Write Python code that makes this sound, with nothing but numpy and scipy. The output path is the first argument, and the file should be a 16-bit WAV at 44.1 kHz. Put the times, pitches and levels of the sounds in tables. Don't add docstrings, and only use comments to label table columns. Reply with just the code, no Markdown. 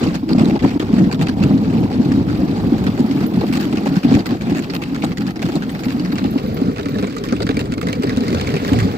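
import sys
import numpy as np
from scipy import signal
from scipy.io import wavfile
from scipy.ndimage import uniform_filter1d

SR = 44100
rng = np.random.default_rng(int(sys.argv[2]) if len(sys.argv) > 2 else 0)


def master_out(mix):
    frames = np.transpose(np.atleast_2d(mix))
    ceiling = np.clip(frames, -1, 1)
    pcm = np.round(ceiling * 32767).astype(np.int16)
    wavfile.write(sys.argv[1], SR, pcm)


N = 395577

# (time [s], relative level [dB], ring frequency [Hz])
THUMPS = [(0.229, -8, 264), (0.312, -3, 294), (0.349, 2.5, 250), (0.379, -10, 230), (0.432, -2, 278),
          (0.489, -26, 232), (0.534, -6, 220), (0.649, 1, 210), (0.759, -3, 286), (0.799, -5, 307),
          (0.931, -0.5, 210), (0.982, -3, 284), (1.191, -5, 178), (1.289, -5.5, 236), (1.369, -8.5, 259),
          (1.406, -3, 184), (1.515, -3.5, 237), (1.839, -12, 210), (1.993, -4.5, 241), (2.116, -1, 259),
          (2.177, -5.5, 256), (2.495, -5, 275), (2.721, 1, 282), (2.863, -7, 190), (2.996, -4, 240),
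          (3.042, -2, 227), (3.373, -4.5, 192), (3.57, -6, 278), (3.968, -2, 185), (4.047, -0.5, 259),
          (4.12, -0.5, 270), (4.276, -11.5, 228), (4.321, -5.5, 260), (4.518, -1.5, 278),
          (5.037, -6.5, 272), (5.249, -13.5, 240), (5.552, -1.5, 279), (5.865, -4.5, 253), (5.944, -8, 237),
          (6, -8, 294), (6.131, -6.5, 286), (6.248, -4.5, 277), (6.357, -2, 270), (6.617, -4, 262),
          (6.518, -16.5, 285), (6.683, -6.5, 254), (6.859, -8, 270), (6.958, -6.5, 212), (7.03, -10, 195),
          (7.323, -4.5, 244), (7.495, -4, 276), (7.57, -5, 270), (7.726, -7, 266), (8.173, -3, 250),
          (8.22, -9.5, 200), (8.323, -8, 221), (8.537, -9, 164), (8.717, -0.5, 270)]
# (time [s], relative level [dB], pitch [Hz], frame knock over the crack level [dB], crumbling time [s])
CRACKS = [(0.1432, -20.5, 1550, 4.5, 0.017), (0.2895, -18.5, 2660, 3, 0.02), (0.313, -23.5, 4230, -2, 0.02),
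          (0.382, -19, 2530, 3.5, 0.022), (0.408, -20, 2400, 9, 0.014), (0.445, -20, 4000, -5, .012),
          (0.4754, -23, 3770, -19, 0.014), (0.497, -21.5, 3800, -2, 0.016), (0.552, -26, 2500, 14, .012),
          (0.5916, -22.5, 2030, -2, 0.022), (0.635, -24.5, 1300, 10.5, 0.025),
          (0.678, -23.5, 2600, -14, 0.016), (0.704, -24, 2590, -8, 0.0064), (0.796, -17, 1420, -4.5, 0.026),
          (0.8245, -20, 1130, 4, 0.0083), (0.882, -25, 1380, 6.5, .012), (0.928, -20.5, 1490, -7, 0.016),
          (1.041, -25, 1930, -9, 0.009), (1.113, -19, 1260, -3, 0.023), (1.145, -19, 4000, -8, 0.0067),
          (1.192, -26, 2640, -14, 0.022), (1.211, -21, 2700, 2, 0.026), (1.269, -13, 2620, -10, 0.0048),
          (1.284, -17, 2900, -8, 0.014), (1.4274, -18, 2650, -8, 0.015), (1.5057, -27, 1560, 12, 0.011),
          (1.576, -25, 1950, 3, 0.0084), (1.644, -28, 2670, -17, 0.013), (1.6988, -31, 1800, -18, 0.0081),
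          (1.727, -27, 2400, 7, 0.022), (1.834, -35, 2400, -1, 0.0091), (1.901, -26.5, 2700, -8, .045),
          (2.048, -25.5, 2600, 1, 0.012), (2.118, -17, 2120, -23, 0.0057), (2.151, -27.5, 4800, -1, .012),
          (2.278, -28, 1260, -5, 0.015), (2.298, -22, 1600, -7, .012), (2.484, -29, 2600, -8, 0.01),
          (2.562, -25, 1610, -10, 0.019), (2.8395, -21, 1560, -3, .01), (2.866, -13.5, 1590, -4, 0.016),
          (2.9766, -25.5, 2340, 6, .03), (3.111, -23, 2110, 7, 0.011), (3.162, -27, 3100, 6, 0.0079),
          (3.2047, -22.5, 1530, 3, 0.036), (3.409, -20.5, 2280, 11.5, 0.0098),
          (3.4293, -31.5, 1380, 22.5, 0.016), (3.5253, -19, 2660, -21, 0.048), (3.567, -29, 4020, 4, 0.034),
          (3.5983, -18.5, 1810, -14, 0.055), (3.7256, -21, 2350, 3, 0.011), (3.771, -16.5, 2650, -2, 0.014),
          (3.8142, -32, 1560, -10, 0.0084), (3.8573, -22, 2830, 11.5, 0.021), (3.925, -30, 2140, -5, 0.016),
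          (3.956, -19, 1460, -22, 0.037), (4.0324, -20.5, 2540, -21, 0.027),
          (4.0442, -28, 1380, -21, 0.013), (4.0845, -24, 4150, -9, 0.031), (4.11, -21, 2470, 7, 0.023),
          (4.14, -15.5, 2360, -19, 0.016), (4.19, -20.5, 4300, 1, 0.014), (4.258, -15, 2000, -7, 0.015),
          (4.29, -21.5, 1760, 4, 0.04), (4.41, -21, 1380, -3, 0.027), (4.468, -22.5, 2390, -19, 0.04),
          (4.497, -23, 2330, 0, 0.016), (4.548, -22, 1360, -1, 0.051), (4.6224, -21.5, 2530, -21, 0.03),
          (4.698, -20.5, 4370, -1, 0.0071), (4.7357, -17, 1390, -1, 0.03), (4.8183, -19, 2640, -3, 0.022),
          (4.946, -19.5, 1375, -19, 0.017), (5.021, -19, 2580, -3, 0.018), (5.038, -20.5, 1390, 6, .015),
          (5.064, -25, 1210, -6, 0.03), (5.118, -24, 2010, -5, .01), (5.172, -22, 1890, -23, 0.013),
          (5.207, -21.5, 1780, -15, 0.014), (5.222, -32, 1700, -5, .01), (5.266, -19, 1390, -13, 0.014),
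          (5.282, -26.5, 1910, -4, .008), (5.307, -21, 2010, -14, 0.005), (5.358, -22, 1870, -22, 0.015),
          (5.393, -23, 2150, -5, 0.01), (5.419, -16, 2260, 0, 0.016), (5.454, -19, 4200, 4, .01),
          (5.4877, -18.5, 1570, 2, 0.012), (5.5198, -20, 1350, -5, 0.027), (5.555, -17.5, 4500, 5.5, 0.013),
          (5.6218, -19.5, 1370, -3, 0.018), (5.6936, -20.5, 2000, -12, 0.011),
          (5.725, -31, 2280, -8, 0.0058), (5.749, -19.5, 2240, -3, 0.015),
          (5.7917, -21.5, 1360, -12, 0.016), (5.8343, -20, 2320, 0, 0.025), (5.883, -21, 2760, -4, 0.044),
          (5.996, -18, 2900, -9, 0.0086), (6.048, -20, 1920, -16, 0.012), (6.073, -29, 4500, -8, .008),
          (6.118, -22.5, 4270, -8, .01), (6.1555, -21, 2730, 4, .015), (6.183, -15, 1370, -2.5, 0.013),
          (6.2412, -18, 2840, -3, 0.02), (6.256, -28.5, 2700, -1, 0.011), (6.378, -20.5, 2670, -1, 0.027),
          (6.461, -25, 2080, -15, 0.059), (6.567, -25, 2360, -3, 0.0098), (6.6356, -29, 2500, 8.5, 0.015),
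          (6.761, -22, 2880, 0, 0.015), (6.7822, -19.5, 1680, -2, 0.033), (6.83, -24, 3900, -8, .008),
          (6.857, -18.5, 1770, -10, 0.01), (6.8848, -23.5, 2000, 2, 0.012), (6.9433, -22, 1760, -53, 0.017),
          (6.9852, -17, 1370, -0.5, 0.017), (7.0258, -17.5, 1360, 2, 0.025), (7.0695, -22, 2240, 0, .015),
          (7.097, -29.5, 4500, -10, .008), (7.124, -28, 2000, -10, .008), (7.165, -19.5, 2000, -12, 0.025),
          (7.238, -15.5, 1300, -26, 0.028), (7.271, -26, 2100, -13, 0.02),
          (7.2868, -17.5, 2290, -21, 0.025), (7.3238, -14.5, 1590, 1.5, 0.016),
          (7.364, -22.5, 3500, -13, .015), (7.403, -19, 1390, 6.5, 0.012), (7.42, -14.5, 4530, 1, .012),
          (7.467, -16.5, 1820, -2, 0.01), (7.4904, -13, 2360, -3, 0.027), (7.509, -19.5, 2370, -6, 0.0069),
          (7.543, -23, 2230, 1, .01), (7.569, -13, 2310, -9, 0.006), (7.5923, -11, 2760, -8, 0.022),
          (7.607, -23, 2300, -20, 0.0067), (7.6557, -27, 1960, -8, .02), (7.721, -16, 2630, -13, 0.01),
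          (7.738, -18, 2200, -12, 0.01), (7.7795, -18, 2120, -13, 0.0086), (7.8132, -15, 2640, -15, 0.014),
          (7.829, -18, 2180, 4, 0.0088), (7.87, -14.5, 2010, 0.5, 0.0098), (7.886, -14, 2050, -13, .025),
          (7.9286, -9.5, 2290, -5.5, 0.0039), (8.023, -17.5, 1360, -6, 0.036), (8.034, -18, 1290, -5, .01),
          (8.07, -19, 1850, -11, 0.072), (8.094, -13.5, 1930, -9, 0.011), (8.163, -19, 2690, -1, 0.011),
          (8.171, -14.5, 3870, -4, 0.01), (8.207, -17, 4600, -10, .006), (8.281, -14.5, 2060, -17, 0.015),
          (8.304, -18, 3000, -8, .006), (8.328, -17, 2070, -17, 0.018), (8.3469, -13, 1380, -1, 0.043),
          (8.397, -19, 2220, -4, 0.012), (8.411, -12, 1340, -2, 0.0079), (8.4723, -13.5, 2300, -5, 0.023),
          (8.504, -17, 1930, -16, 0.02), (8.54, -14, 1850, 3.5, 0.016), (8.565, -16, 2100, -1, 0.011),
          (8.621, -27, 1660, -10, 0.017), (8.648, -15.5, 1910, -5, 0.005), (8.679, -13, 1690, -14, 0.018),
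          (8.7323, -14, 1550, 7, 0.013), (8.788, -11.5, 1900, -20, 0.023), (8.827, -19, 2140, -12, 0.02)]
# (frequency [Hz], relative density [dB])
RUNNERS = [(530, -34), (900, -9), (1260, -3.5), (1700, -4.5), (2200, -5.5), (2640, -6), (3060, -9),
           (3800, -8.5), (4530, -7), (6220, -19.5), (7800, -15), (9500, -78), (12400, -78), (20900, -120)]


def booming(hull_db):
    # (frequency [Hz], relative density [dB])
    hull_spectrum = [(41, -53), (70, -14.5), (188, -0.5), (263, -0.5), (288, 4), (354, -24), (457, -19),
                     (500, -31), (650, -32), (1100, -120)]
    return amp(hull_db) * banded(hull_spectrum, together_db=2.0, own_db=2.5, rate=34.0, count=5)


def thumps():
    s, level_db, hz = np.transpose(THUMPS)
    return rings(s, level_db + 6.0, hz, rise_s=0.0046, cycles=12.9)


def droning(frame_db, turn):
    # (frequency [Hz], relative density [dB])
    ahead_spectrum = [(190, -35), (330, -1.5), (540, -14), (638, -15), (720, -13.5), (810, -13),
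                      (900, -17.5), (1300, -27), (1690, -60.5), (2860, -120)]
    # (frequency [Hz], relative density [dB])
    side_spectrum = [(190, -15), (330, -47), (387, 4), (455, 5.5), (540, -2.5), (650, -11), (780, -11),
                     (850, -22), (1300, -14.5), (1690, -11), (2860, -120)]
    s, crack_db, _, knock_db, _ = np.transpose(CRACKS)
    bump_s, bump_db, _ = np.transpose(THUMPS)
    crack_knocks = crumble(crack_db + knock_db, 0.0022, 0.0084)
    bump_knocks = burst(marks(bump_s, bump_db - 19.5), 0.0013, 0.071)
    level = np.hypot(amp(frame_db), np.hypot(crack_knocks, bump_knocks))
    grain = grains(200., 4.5, 1.8)

    def swell(hz):
        return level * amp(turn * (at_hz(side_spectrum, hz) - at_hz(ahead_spectrum, hz)))

    slat_hz = rng.choice([445, 552, 598, 790, 900], len(s))
    slats = rings(s + 0.0021, crack_db + knock_db - 7.5, slat_hz, rise_s=0.0016, cycles=22.0)
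    drone = banded(ahead_spectrum, together_db=0.0, own_db=2.5, rate=16.8, swell=swell, grain=grain, count=6)
    return drone + slats


def crunching(runner_db, grit, bright_db, crumbs):
    trail_hiss_db = -52.5
    s, crack_db, crack_hz, _, _ = np.transpose(CRACKS)
    glide = np.hypot(amp(runner_db) * grit, amp(trail_hiss_db))

    def swell(hz):
        octaves_off = np.log2(hz / crack_hz)
        lean_db = 4.0 * np.exp(-(octaves_off / 0.3) ** 2) + rng.normal(0, 2.5, len(s))
        lean_db += bright_db * (hz > 6000)
        return np.hypot(glide, crumble(crack_db + lean_db - 6.5, 0.0007, 0.019, crumbs))

    ring = rings(s, crack_db - 14.5, crack_hz, rise_s=0.00036, cycles=145.0)
    tick_band = signal.butter(2, [1100, 7500], "band", fs=SR, output="sos")
    tick = signal.sosfilt(tick_band, marks(s, crack_db + 8.5) * (1 - softness()))
    grain = grains(570.0, 2.6, 2.06)
    snaps = crackle(np.hypot(glide, crumble(crack_db - 7.5, 0.0003, 0.026, crumbs)))
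    hiss = banded(RUNNERS, together_db=0.5, own_db=2.5, rate=46, swell=swell, grain=grain, count=5)
    return hiss + ring + ports(tick, 2000) + snaps


def crackle(level):
    per_s, ring_cycles = 1100, 28.0
    far_share = 0.2
    sizes = amp(4.7 * np.minimum(rng.exponential(1, N), 2.5)) * (rng.random(N) < per_s / SR)
    pitches, out = np.geomspace(1100, 6500, 22), np.zeros((2, N))
    dealt = rng.integers(0, 2 * len(pitches), N)
    for k, hz in enumerate(pitches):
        near_left, near_right = sizes * level * (dealt == [[k], [k + len(pitches)]])
        clicks = ports(near_left, hz) * [[1], [far_share]] + ports(near_right, hz) * [[far_share], [1]]
        ring = resonate(clicks + 1e-18, hz, ring_cycles / hz)
        out += amp(at_hz(RUNNERS, hz)) * np.sqrt(hz) * ring
    return rms_one(out) * np.sqrt(np.mean(level ** 2)) * amp(-3)


def loose_grit(per_s, spread_db):
    sizes = amp(spread_db * np.minimum(rng.exponential(1, N), 3))
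    return 1 + 0.3 * burst(sizes * (rng.random(N) < per_s / SR), 0.0015, 0.029)


def grains(per_s, spread_db, smooth_share, t60=0.0021):
    born = rng.random(N) < per_s * amp(5.0 * drift(25)) / SR
    sizes = amp(spread_db * np.minimum(rng.exponential(1, N), 4))
    spikes = burst(born * sizes, .0001, t60)
    return rms_one(np.hypot(smooth_share, rms_one(spikes)))


def crumble(level_db, rise_s, t60, crumbs=1):
    tail_s, tail_db = 0.012, -32
    soft_muffles = 0.15
    s, length_s = np.transpose(CRACKS)[[0, -1]]
    ends = s + np.clip(length_s, .002, .08)
    steps = np.cumsum(marks(s, level_db) - marks(ends, level_db))
    smooth = np.exp(-1 / (0.0035 * SR))
    held = signal.lfilter([1 - smooth], [1, -smooth], np.maximum(steps, 0))
    sharp = burst(marks(s, level_db) + marks(s + tail_s, level_db + tail_db), rise_s, t60)
    soft = softness()
    return np.hypot((1 - soft_muffles * soft) * sharp, soft * held * crumbs)


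def softness():
    # (time [s], share [0-1])
    soft_snow = [(0, 0.58), (4.4, 0.47), (5.0, 0.49), (7.9, 0.23), (8.3, 0.16), (8.97, 0.3)]
    return in_time(soft_snow)[0]


def lift(times, depth_db, lead_s):
    landings = marks(times, 0)
    ahead = signal.lfilter([1], [1, -np.exp(-1 / (lead_s * SR))], landings[::-1])[::-1]
    return -depth_db * np.minimum(ahead, 1)


def skipping():
    # (time [s], length [s], drop [dB])
    skips = [(0.184, 0.11, 1), (0.583, 0.037, 17), (0.781, 0.019, 33), (0.877, 0.024, 6),
             (1.16, 0.037, 9.5), (1.345, 0.02, 8.5), (2.233, 0.051, 6), (3.27, 0.066, 6.5),
             (4.227, 0.027, 8), (4.373, 0.03, 6.5), (4.78, 0.043, 2.5), (5.142, 0.039, 14),
             (5.223, 0.045, 2), (5.321, 0.052, 9), (5.38, 0.033, 6), (7.677, 0.022, 5), (7.744, 0.029, 11),
             (7.797, 0.031, 8), (7.96, 0.054, 3), (8.139, 0.065, 3)]
    edge_s = 0.0072
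    t, drop = np.arange(N) / SR, np.zeros(N)
    for start, length, drop_db in skips:
        drop += drop_db * ((t > start) & (t < start + length))
    return -uniform_filter1d(drop, int(edge_s * SR))


def spraying(runner_db, grit, bright_db, crumbs):
    # (frequency [Hz], relative density [dB])
    spray_spectrum = [(4710, -14), (8000, -29), (9360, -3.5), (13600, 6.5), (15600, -12)]
    # (time [s], level [dB])
    spray_rise = [(0, -23), (2.5, -18.5), (3.5, -14), (4.3, -23), (6, -14), (7.4, -25), (8.97, -18)]
    crack_db = np.transpose(CRACKS)[1]
    steady = amp(runner_db + in_time(spray_rise)[0]) * grit
    thrown = crumble(crack_db - 27 + bright_db, .0012, 0.018, crumbs)
    level = np.hypot(np.hypot(steady, thrown), amp(-60.5))
    noise = banded(spray_spectrum, together_db=1.5, own_db=2.5, rate=85)
    return level * noise * amp([[-1.5], [1.5]])


def jingles():
    # (time [s], relative level [dB])
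    touch_rows = [(3.266, -33), (3.6084, -38), (3.9684, -47), (4.2632, -40), (4.6229, -43), (4.7456, -36),
                  (5.0055, -47), (5.0459, -45), (5.0908, -50), (5.7174, -40), (5.7454, -50), (5.7673, -51),
                  (5.7957, -51), (5.8501, -38), (5.8864, -48), (5.9184, -45), (6.128, -40), (6.2846, -63),
                  (6.3096, -35), (6.3364, -47), (6.4303, -51), (6.4727, -43), (6.5434, -40), (6.8912, -40)]
    # (frequency [Hz], relative level [dB], 60 dB decay time [s])
    clip_modes = [(14300, -3, 0.073), (13000, 1.5, 0.032), (11200, -5, 0.036), (9060, -19, 0.044)]
    (s, touch_db), out = np.transpose(touch_rows), np.zeros(N)
    uneven_db = 3 * rng.standard_normal((len(clip_modes), len(s)))
    for (hz, mode_db, t60), chance_db in zip(clip_modes, uneven_db):
        touches = marks(s, touch_db + mode_db + chance_db)
        rattle = burst(touches, 0.0027, 0.27) * rng.standard_normal(N) * amp(-39)
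        out += resonate(touches + rattle, hz, t60)
    return ports(out, 12000) * amp([[-2.5], [2.5]])


def buffeting():
    # (time [s], relative level [dB])
    gusts = [(0.0, -33.5), (2.37, -25.5), (2.55, -51), (2.62, -24), (2.7, -34), (2.85, -19.5),
             (3.32, -65.5), (3.37, -21), (3.67, -52), (3.97, -39.5), (5.17, -42.5), (7.04, -31.5),
             (7.14, -52), (7.39, -27), (8.22, -31.5), (8.37, -20), (8.67, -29), (8.74, -10), (8.92, -22),
             (8.97, -39)]
    # (frequency [Hz], relative density [dB])
    wind_spectrum = [(20, -15), (31, -35), (40, -3.5), (60, 4), (100, 2), (130, 9.5), (170, -47)]
    wind_db = in_time(gusts)[0]
    calm_db = np.mean(wind_db)

    def swell(hz):
        return amp(calm_db + np.clip(np.log2(hz / 45), .15, 1) * (wind_db - calm_db))

    return banded(wind_spectrum, together_db=1.5, own_db=0.7, rate=4.1, swell=swell)


def banded(spectrum, together_db, own_db, rate, swell=lambda hz: 1, grain=1, count=3):
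    # (frequency [Hz], share [0-1])
    likeness = [(30, .1), (70, 0.69), (150, 1), (300, 0.95), (600, 0.89), (900, 0.96), (1200, 0.36),
                (1600, 0.22), (3000, 0.1), (12000, 0.067)]
    # (frequency [Hz], share [0-1])
    turned_likeness = [(30, .25), (70, 0.9), (150, 1), (300, 1), (550, 0.99), (800, 0.64), (1500, 0.4),
                       (2500, 0.77), (4200, 0.15), (6000, 0.076)]
    turned = port_lag() / 6
    low_hz, high_hz = spectrum[0][0], min(spectrum[-1][0], .45 * SR)
    edges = low_hz * 2 ** np.arange(0, np.log2(high_hz / low_hz) + .01, 1 / count)
    out, power, together = 0, 0, drift(rate)
    white = grain * rng.standard_normal((2, 3, N))
    for k, (low, high) in enumerate(zip(edges, edges[1:])):
        hz = np.sqrt(low * high)
        if at_hz(spectrum, hz) < -50:
            continue
        band_filter = signal.butter(2, [low, high], "band", fs=SR, output="sos")
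        bands = signal.sosfilt(band_filter, white[k % 2])
        alike = (1 - turned) * at_hz(likeness, hz) + turned * at_hz(turned_likeness, hz)
        alike = np.clip(alike, 0, 1)
        gain = amp(at_hz(spectrum, hz) + together_db * together + own_db * drift(rate))
        band = gain * (np.sqrt(alike) * ports(bands[0], hz) + np.sqrt(1 - alike) * bands[1:])
        out, power = out + swell(hz) * band, power + np.mean(band ** 2)
    return out / np.sqrt(power)


def rings(times, level_db, pitches, rise_s, cycles):
    out, t = np.zeros((2, N + SR)), np.arange(SR // 6) / SR
    phases = rng.random(len(times))
    for s, gain, hz, phase in zip(times, amp(level_db), pitches, phases):
        shape = (1 - np.exp(-t / rise_s)) * amp(-60 * t * hz / cycles)
        at = int(s * SR)
        out[:, at:at + len(t)] += ports(gain * shape * np.sin(2 * np.pi * (hz * t + phase)), hz)
    return out[:, :N]


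def resonate(drive, hz, t60):
    r, w = amp(-60 / (t60 * SR)), 2 * np.pi * hz / SR
    return signal.lfilter([0, np.sin(w)], [1, -2 * r * np.cos(w), r * r], drive)


def burst(clicks, rise_s, t60):
    fall, rise = amp(-60 / (t60 * SR)), np.exp(-1 / (rise_s * SR))
    return signal.lfilter([1 - rise], np.convolve([1, -fall], [1, -rise]), clicks)


def marks(times, level_db):
    clicks = np.full(N, 1e-18)
    np.add.at(clicks, np.minimum((np.asarray(times) * SR).astype(int), N - 1), amp(level_db))
    return clicks


def drift(rate):
    r = np.exp(-40 * np.pi * rate / SR)
    slow = signal.lfilter([1], [1, -2 * r, r * r], rng.standard_normal(N // 20 + 2002))[2000:]
    return np.interp(np.arange(N) / 20, np.arange(len(slow)), rms_one(slow))


def ports(shared, hz):
    # (frequency [Hz], delay [samples])
    left_lag = [(60, 20), (170, 16), (260, 13), (500, 11), (1100, 11), (2700, 15), (16000, 15)]
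    return np.array([np.roll(shared, round(at_hz(left_lag, hz))), shared])


def port_lag():
    # (time [s], delay [samples])
    turned_lag = [(0, 0), (5.9, 0), (6.4, 6), (8.97, 6)]
    return in_time(turned_lag)[0]


def amp(db):
    return 10 ** (np.asarray(db) / 20)


def rms_one(x):
    return x / np.sqrt(np.mean(x ** 2) + 1e-20)


def in_time(rows):
    s, *columns = np.transpose(rows)
    return [np.interp(np.arange(N) / SR, s, c) for c in columns]


def at_hz(points, hz):
    table_hz, values = np.transpose(points)
    return np.interp(np.log(hz), np.log(table_hz), values)


def scene():
    # (time [s], level [dB])
    load = [(0.0, -11), (0.07, -10), (0.2, -24), (0.4, -8.5), (0.6, -18.5), (0.65, -4), (0.7, -18),
            (0.9, -19.5), (1.0, -6), (1.12, -21.5), (1.22, -10.5), (1.35, -20), (1.45, -8.5), (1.57, -17),
            (1.85, -12.5), (1.87, -20), (2.0, -15), (2.9, -15.5), (2.97, -22.5), (3.0, -17), (3.3, -15.5),
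            (3.37, -15.5), (3.49, -19), (3.95, -16), (3.97, -19), (4.02, -32), (4.05, -12.5), (4.17, -6),
            (4.24, -23), (4.32, -12.5), (4.37, -21.5), (4.52, -14), (4.6, -21), (5.4, -19.5), (5.47, -13.5),
            (5.52, -21.5), (5.57, -14.5), (5.59, -23), (6.39, -18.5), (6.42, -20.5), (6.7, -17.5),
            (6.75, -25), (6.99, -18.5), (7.14, -23), (8.29, -16), (8.62, -22.5), (8.72, -14), (8.77, -16.5),
            (8.82, -15), (8.97, -24)]
    # (time [s], frame drone level [dB], runner hiss level [dB])
    glide_rows = [(0.0, -23.5, -34), (0.15, -28.5, -38.5), (0.26, -35, -47.5), (0.37, -28.5, -41),
                  (0.5, -23.5, -41.5), (0.7, -29, -39), (1.7, -26, -41.5), (3.95, -28.5, -38.5),
                  (5.17, -32, -43.5), (6.0, -32, -40.5), (6.59, -32.5, -43.5), (7.02, -38, -42),
                  (7.77, -34.5, -43), (8.64, -28, -32.5), (8.97, -27, -38)]
    # (time [s], share [0-1])
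    turn_rows = [(0, 0), (5.9, 0.08), (6.5, 0.64), (7.2, 0.88), (8.97, 0.5)]
    frame_follows, runners_follow = 0.45, 0.45
    frame_feels_skip, hull_feels_skip = 0.41, 0.58
    (hull_db,), (frame_db, runner_db) = in_time(load), in_time(glide_rows)
    turn = np.clip(in_time(turn_rows)[0], 0, 1)
    swing_db = hull_db - uniform_filter1d(hull_db, SR)

    bump_lift_db = lift(np.transpose(THUMPS)[0], depth_db=1, lead_s=0.021)
    crack_lift_db = lift(np.transpose(CRACKS)[0], depth_db=0.5, lead_s=0.025)
    skip_db = skipping()
    swing_db = swing_db + bump_lift_db
    hull_db = hull_db + bump_lift_db + hull_feels_skip * skip_db
    frame_db = frame_db + frame_follows * swing_db + frame_feels_skip * skip_db
    runner_db = runner_db + crack_lift_db + runners_follow * swing_db + skip_db

    bright_db = 3 * rng.standard_normal(len(CRACKS))
    grit = loose_grit(per_s=76, spread_db=4.0)
    crumbs = np.minimum(grains(170.0, 2.2, 0.7, t60=0.014), 2.2)
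    body = (booming(hull_db) + thumps()) * amp([[.2], [-.2]])
    runners = crunching(runner_db, grit, bright_db, crumbs)
    runners = runners * amp(np.outer([-1, 1], 0.1 + 1.3 * turn))
    spray = spraying(runner_db, grit, bright_db, crumbs)
    left, right = body + droning(frame_db, turn) + runners + spray + jingles() + buffeting()
    return np.array([np.interp(np.arange(N) - port_lag(), np.arange(N), left), right])


def record(dry):
    steep = signal.ellip(12, .5, 70, 15750, fs=SR, output="sos")
    rounded = .98 * dry / (.98 ** 6 + dry ** 6) ** (1 / 6)
    return signal.sosfilt(steep, rounded)


dry = scene()
out = record(dry)
master_out(out)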